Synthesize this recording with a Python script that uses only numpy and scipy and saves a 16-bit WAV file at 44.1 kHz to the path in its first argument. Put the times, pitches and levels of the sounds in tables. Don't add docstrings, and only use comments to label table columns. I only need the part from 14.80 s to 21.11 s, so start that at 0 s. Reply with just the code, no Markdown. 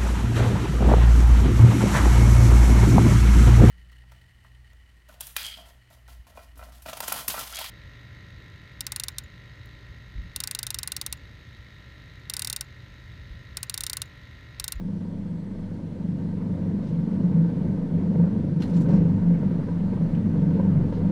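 import sys
import numpy as np
from scipy import signal
from scipy.fft import rfft, irfft
from scipy.io import wavfile
from scipy.ndimage import uniform_filter1d, map_coordinates

SR = 44100
rng = np.random.default_rng(int(sys.argv[2]) if len(sys.argv) > 2 else 0)


def nominal_scale(level):
    x = np.asarray(level, float) / 20
    return 10 ** x


def dump(signal):
    limited = np.clip(np.atleast_2d(signal).T, -1, 1)
    pcm = np.round(limited * 32767).astype(np.int16)
    wavfile.write(sys.argv[1], SR, pcm)


N = 278271


def unit(x):
    return x / np.sqrt(np.mean(np.abs(x) ** 2) + 1e-20)


def along(points, hz):
    f, v = np.transpose(points)
    return np.interp(np.log(hz + 1), np.log(f + 1), v)


def curves(rows):
    s, *cols = np.transpose(rows)
    return [np.interp(np.arange(N) / SR, s, c) for c in cols]


def wobble(rate):
    return map_coordinates(rng.standard_normal(N // 256), [np.arange(N) * rate / SR])


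def turns(hz):
    return 2 * np.pi * np.cumsum(hz) / SR


def swells(rows):
    t = np.arange(0, N / SR + .01, .004)
    s, db, half = np.transpose(rows)[:, :, None]
    bells = nominal_scale(db - 9 * ((t - s) / half) ** 2)
    return np.interp(np.arange(N) / SR, t, np.sqrt(np.sum(bells ** 2, axis=0)))


LIFT_S, LIFT_TAKES_S = 4.1, .12


def airborne():
    return .5 + .5 * np.tanh((np.arange(N) / SR - LIFT_S) / LIFT_TAKES_S)


# centre_hz, width_hz, lift_db
CASE_MODES = [(490, 140, 5), (923.5, 70, 3.5), (1537, 70, 6), (2070, 340, 1.5), (4240, 230, 3),
              (5840, 320, 2.5), (386, 19, -6)]


def case_gain(hz):
    return nominal_scale(sum(db / (1 + (2 * (hz - c) / w) ** 2) for c, w, db in CASE_MODES))


def rush(spectrum, patchy_db):
    _, _, z = signal.stft(rng.standard_normal(N + SR), SR, nperseg=512)
    field = uniform_filter1d(rng.standard_normal(z.shape), size=6, axis=0)
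    field = uniform_filter1d(field, size=10, axis=1)
    x = signal.istft(z * nominal_scale(patchy_db * unit(field)), SR, nperseg=512)[1]
    hz = np.fft.rfftfreq(len(x), 1 / SR)
    coloured = rfft(x) * nominal_scale(along(spectrum, hz)) * case_gain(hz)
    return unit(irfft(coloured, len(x))[:N])


# time_s, slap_db
BLADE_LOAD = [(0, -40), (1.09, -38.5), (1.35, -36.5), (1.6, -35.5), (1.77, -32.5), (2.18, -34.5),
              (2.41, -30.5), (3.0, -31.5), (3.1, -32.5), (3.39, -29), (3.76, -32), (4.05, -28), (4.12, -23),
              (4.31, -31.5), (4.52, -30), (4.92, -32.5), (5.8, -29.5), (6.31, -30.5)]
MEAN_LOAD_DB = -32


def blade_load_db():
    return curves(BLADE_LOAD)[0]


# start_s, peak_db, centre_hz, top_hz, length_s
RUSTLE_BURSTS = [(2.022, -51.5, 3700, 6000, 0.08), (2.065, -48.5, 3740, 6450, .05),
                 (2.325, -54, 3500, 6000, .03), (3.8, -42, 3000, 6500, 0.029),
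                 (3.819, -32.5, 4100, 4670, 0.029), (3.816, -42.5, 2820, 14000, 0.04),
                 (3.851, -49.5, 3500, 11000, 0.11), (3.895, -48, 5000, 10000, 0.022),
                 (3.928, -46.5, 4000, 7700, 0.082), (3.961, -41, 7260, 8420, 0.029),
                 (4.002, -42.5, 7600, 12000, 0.036), (4.058, -45, 1500, 4060, 0.023),
                 (4.083, -44.5, 1800, 6980, 0.063), (4.124, -47.5, 5400, 6950, 0.076),
                 (4.159, -53, 4040, 8350, 0.036), (5.348, -38, 2610, 3220, 0.011),
                 (5.796, -51, 2700, 3490, 0.021), (6.123, -47, 3000, 5500, 0.062)]


def rustle():
    out, t = np.zeros(N + SR), np.arange(SR // 4) / SR
    hz = np.fft.rfftfreq(len(t), 1 / SR) + 1
    for s, db, centre_hz, top_hz, length in RUSTLE_BURSTS:
        graininess = unit(uniform_filter1d(rng.standard_normal(len(t)), size=60))
        grains = rng.standard_normal(len(t)) * nominal_scale(2.5 * graininess)
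        octaves = np.log2(hz / centre_hz)
        colour = nominal_scale(-4.5 * octaves + 7.2 * np.exp(-(octaves / 0.073) ** 2))
        colour *= hz ** 2 / (hz ** 2 + 1200 ** 2)
        colour /= np.sqrt((1 + (hz / top_hz) ** 8) * (1 + (hz / 12500) ** 12))
        burst = unit(irfft(rfft(grains) * colour * case_gain(hz), len(t)))
        envelope = nominal_scale(db - 5.0 - 15 * t / length) * (1 - np.exp(-t / (0.14 * length)))
        out[round(s * SR):][:len(t)] += envelope * burst
    return out[:N]


# freq_hz, density_db per Hz
JET_SPECTRUM = [(1060, -29), (1800, -1.5), (2150, -6), (2430, -10.5), (3390, -8.5), (4260, -11),
                (6670, -18.5), (9560, -22), (12800, -32), (14700, -35)]
HISS_DB, HISS_GROWS, HISS_LIFT_DB = -62.94, .12, 1.14


def jet_hiss():
    hiss_db = HISS_DB + HISS_GROWS * (blade_load_db() - MEAN_LOAD_DB) + HISS_LIFT_DB * airborne()
    return nominal_scale(hiss_db + 0.24 * wobble(6)) * rush(JET_SPECTRUM, patchy_db=1.0)


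# time_s, pitch_hz
WHINE_PITCH = [
    (0, 9100),
    (.9, 9330),
    (1.4, 9530),
    (2, 9950),
    (4.3, 10560),
    (5.5, 10850),
    (6.31, 10870),
]
# peak_s, peak_db, half_length_s
LOWER_WHINE_SWELLS = [
    (.6, -90, .3),
    (2.3, -89, .2),
    (2.7, -90.5, .3),
]
UPPER_DB, LOWER_DB, LOWER_RATIO = -92.5, -95.5, .845


def compressor_whines():
    whine_hz, = curves(WHINE_PITCH)

    def whine(ratio):
        jitter_hz = (25 + 60 * airborne()) * wobble(70)
        return nominal_scale(5.5 + 2.5 * wobble(50)) * np.sin(turns(ratio * whine_hz + jitter_hz))

    lower_size = np.hypot(nominal_scale(LOWER_DB), swells(LOWER_WHINE_SWELLS))
    return nominal_scale(UPPER_DB) * whine(1) + lower_size * whine(LOWER_RATIO)


# start_s, peak_db, bright_part_db re peak
VORTEX_HITS = [(2.332, -27, -23.5), (2.456, -32, -14), (2.607, -32, -13.5), (2.645, -30, -12),
               (2.77, -31, -13), (2.852, -22.5, -27), (3.316, -25, -28), (3.357, -27, -12),
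               (3.398, -18, -20), (3.44, -26.5, -12.5), (3.525, -29, -13), (3.972, -24, -14.5),
               (4.375, -30, -13), (4.503, -31, -11.5), (4.63, -26, -16), (4.71, -28, -18), (4.79, -27, -18),
               (4.885, -24, -10.5), (5.13, -28, -10), (5.559, -25, -12), (5.766, -24, -16),
               (5.796, -18, -13.5), (5.85, -24.5, -12), (6.124, -20.5, -13)]


def cracks():
    out, t = np.zeros(N + SR), np.arange(SR // 8) / SR
    for s, db, bright_db in VORTEX_HITS:
        levels_db = [0, bright_db - 2.5, bright_db - 14, bright_db - 10] + rng.normal(0, 1.5, size=4)
        ring = 0
        for level, (centre_hz, width_hz, _) in zip(levels_db, CASE_MODES):
            decay = np.exp(-np.pi * .4 * width_hz * t)
            ring = ring + nominal_scale(level) * decay * np.sin(2 * np.pi * centre_hz * rng.normal(1, .04) * t)
        out[round(s * SR):][:len(t)] += nominal_scale(db - 1.5) * (1 - np.exp(-t / .001)) * ring
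    return out[:N]


# freq_hz, density_db per Hz
WAKE_SPECTRUM = [(350, -26.5), (600, -2), (754, -10.5), (917, -5), (1100, -11.5), (1540, -16.5),
                 (3000, -28), (3900, -60), (6600, -120)]
WAKE_DB, WAKE_GROWS, WAKE_LIFT_DB = -50.5, 0.69, 2


def wake_noise(beat, flutter, slap_db):
    wake_db = WAKE_DB + WAKE_GROWS * (slap_db - MEAN_LOAD_DB) + WAKE_LIFT_DB * airborne()
    return nominal_scale(wake_db) * unit(nominal_scale(1.3 * beat + 0.55 * flutter) * rush(WAKE_SPECTRUM, patchy_db=-1.24))


# freq_hz, density_db per Hz
SLAP_SPECTRUM = [(18, -43), (30, -14.5), (54, -24), (86, -7.5), (123, -9), (184, 3.5), (232, -5),
                 (366, -14.5), (501, -18.5), (800, -35), (1040, -67), (1760, -120)]


def blade_slap(beat, flutter, slap_db):
    return nominal_scale(slap_db + 2.0) * unit(nominal_scale(2.2 * beat + 0.5 * flutter) * rush(SLAP_SPECTRUM, patchy_db=0.5))


def order(blade, multiple, rough, rate):
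    rough = np.clip(rough, 0, 1)
    shake = np.sqrt(1 - rough ** 2) + rough * unit(wobble(rate) + 1j * wobble(rate))
    return unit(np.real(shake * np.exp(1j * (multiple * blade + 2 * np.pi * rng.random()))))


PUSH_DB, PUSH_LIFT_DB, PUSH_SWAY_DB = -47, 7, 2.5


def pushed_air(blade):
    push_db = PUSH_DB + PUSH_LIFT_DB * airborne() + PUSH_SWAY_DB * wobble(8.3)
    return nominal_scale(push_db) * order(blade, 1, rough=0.22, rate=6.5)


# multiple, level_db re slap, roughness 0-1
MINOR_ORDERS = [(1.37, -22, 1), (2, -24, 0.7), (3, -20, 1), (5, -8.5, 0.6), (9, -4.5, 1), (10, -9, 0.92),
                (11, -10, .95), (12, -11, .95), (13, -19, 0.98), (14.5, -20, 0.91)]


def minor_orders(blade, slap_db):
    return sum(nominal_scale(slap_db + db) * order(blade, k, rough, rate=15) for k, db, rough in MINOR_ORDERS)


ROOM_ORDERS = [(4, .7), (6, .8), (7, .95), (8, 1.25)]
# peak_s, peak_db, half_length_s
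SWELLS_OF_4 = [(.3, -38.5, 0.37), (.85, -39.5, 0.18), (1.35, -37.5, 0.43), (1.8, -34.5, 0.16),
               (2.07, -38, .05), (2.54, -35, 0.063), (3.2, -36, 0.086), (3.62, -32.5, .15),
               (3.87, -32, 0.065), (4.16, -28, 0.11), (4.36, -26, .08), (4.66, -34, 0.036),
               (4.88, -32.5, 0.077), (5.12, -34.5, .12), (5.44, -28.5, 0.12), (5.85, -30, 0.12),
               (6.0, -28.5, 0.19), (6.25, -31.5, 0.14)]
SWELLS_OF_6 = [(1.35, -29, .07), (1.88, -37, .05), (2.17, -30.5, .1), (2.57, -33.5, 0.096),
               (3.37, -25, 0.041), (3.74, -26.5, 0.091), (4.02, -26.5, 0.076), (4.28, -27.5, 0.11),
               (4.62, -26.5, 0.053), (4.799, -25, 0.028), (5.191, -33, 0.1), (5.36, -34.5, .06),
               (5.62, -24, .1), (5.981, -20.5, 0.069)]
SWELLS_OF_7 = [(.12, -32, 0.34), (.52, -30, 0.1), (1.02, -35, 0.14), (1.3, -26, 0.043), (1.46, -29, .06),
               (1.63, -29, 0.091), (1.86, -27.5, 0.15), (2.16, -25, 0.12), (2.459, -20.5, 0.047),
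               (2.61, -15.5, 0.078), (3.16, -20, 0.042), (3.29, -25, 0.091), (3.429, -15, 0.041),
               (3.779, -22, 0.046), (3.98, -16.5, 0.042), (4.21, -17, 0.13), (4.508, -15, 0.074),
               (4.74, -27.5, 0.048), (5.0, -22.5, .09), (5.238, -18.5, 0.038), (5.358, -21.5, 0.034),
               (5.48, -28, 0.044), (5.7, -21, 0.095), (5.95, -21, 0.12), (6.31, -22.5, 0.067)]
SWELLS_OF_8 = [(.12, -30, 0.16), (.48, -30, 0.18), (1.33, -31.5, 0.17), (1.72, -29.5, 0.085),
               (1.92, -27, 0.13), (2.351, -26, .05), (2.53, -24.5, 0.09), (2.92, -25, 0.062),
               (3.31, -25, 0.078), (3.6, -28, 0.21), (3.97, -30.5, 0.14), (4.16, -17, .05),
               (4.37, -23.5, .08), (4.67, -25, 0.067), (5.04, -23.5, 0.044), (5.17, -26, 0.042),
               (5.48, -30, 0.035), (5.641, -21, 0.063), (5.84, -22, 0.2), (5.99, -26.5, .07),
               (6.28, -23, .07)]
LULLS = [-9, -8, -2, -8]
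LULL_SWAY_DB = 3.5


def boom(blade, slap_db):
    out = 0
    rows = [SWELLS_OF_4, SWELLS_OF_6, SWELLS_OF_7, SWELLS_OF_8]
    for row, lull_db, (multiple, wander) in zip(rows, LULLS, ROOM_ORDERS):
        lull = nominal_scale(slap_db + lull_db + LULL_SWAY_DB * wobble(13))
        drift = wander * wobble(11) + 2 * np.pi * rng.random()
        out = out + np.hypot(swells(row), lull) * np.cos(multiple * blade + drift)
    return nominal_scale(1.5) * out


# time_s, rate_hz
PASSING_RATE = [
    (0, 24.22),
    (4.8, 24.22),
    (5.2, 24.0),
    (6.31, 24.0),
]
SLAP_LAG = -1.5


def rotor():
    blade = turns(curves(PASSING_RATE)[0])
    slap_db = blade_load_db()
    beat = np.cos(blade + SLAP_LAG)
    flutter = wobble(16)
    tones = pushed_air(blade) + boom(blade, slap_db) + minor_orders(blade, slap_db)
    return tones + blade_slap(beat, flutter, slap_db) + wake_noise(beat, flutter, slap_db)


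def scene():
    return (rustle() + jet_hiss() + compressor_whines() + cracks() + rotor())[None]


def ragged_treble(x):
    hz, _, z = signal.stft(x, SR, nperseg=2048)
    level_db = 20 * np.log10(np.abs(z) + 1e-9)
    bass_db = uniform_filter1d(level_db[:, 3:20].max(axis=1), size=3, axis=1)
    ragged_hz = 800 * np.repeat(rng.standard_normal((43, z.shape[2])), 24, axis=0)[:len(hz)]
    ragged_hz = ragged_hz + 450 * rng.standard_normal(z.shape[2])
    edge_hz = np.maximum(12950 - 150 * (bass_db[:, None] + 30) + ragged_hz, 10900)
    faint = uniform_filter1d(level_db, size=16, axis=1) < -104
    lost = (hz[:, None] > edge_hz) & faint
    return signal.istft(z * ~lost, SR, nperseg=2048)[1][:, :N]


def band_limit(x):
    return signal.sosfilt(signal.butter(12, 14860, fs=SR, output="sos"), x)


def record(dry):
    dry = dry / (1 + np.abs(dry / .46) ** 5) ** (1 / 5)
    fade = np.clip(np.arange(N)[::-1] / (.002 * SR), 0, 1)
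    mix = ragged_treble(dry * fade)
    return band_limit(mix)


dry = scene()
out = record(dry)
dump(out)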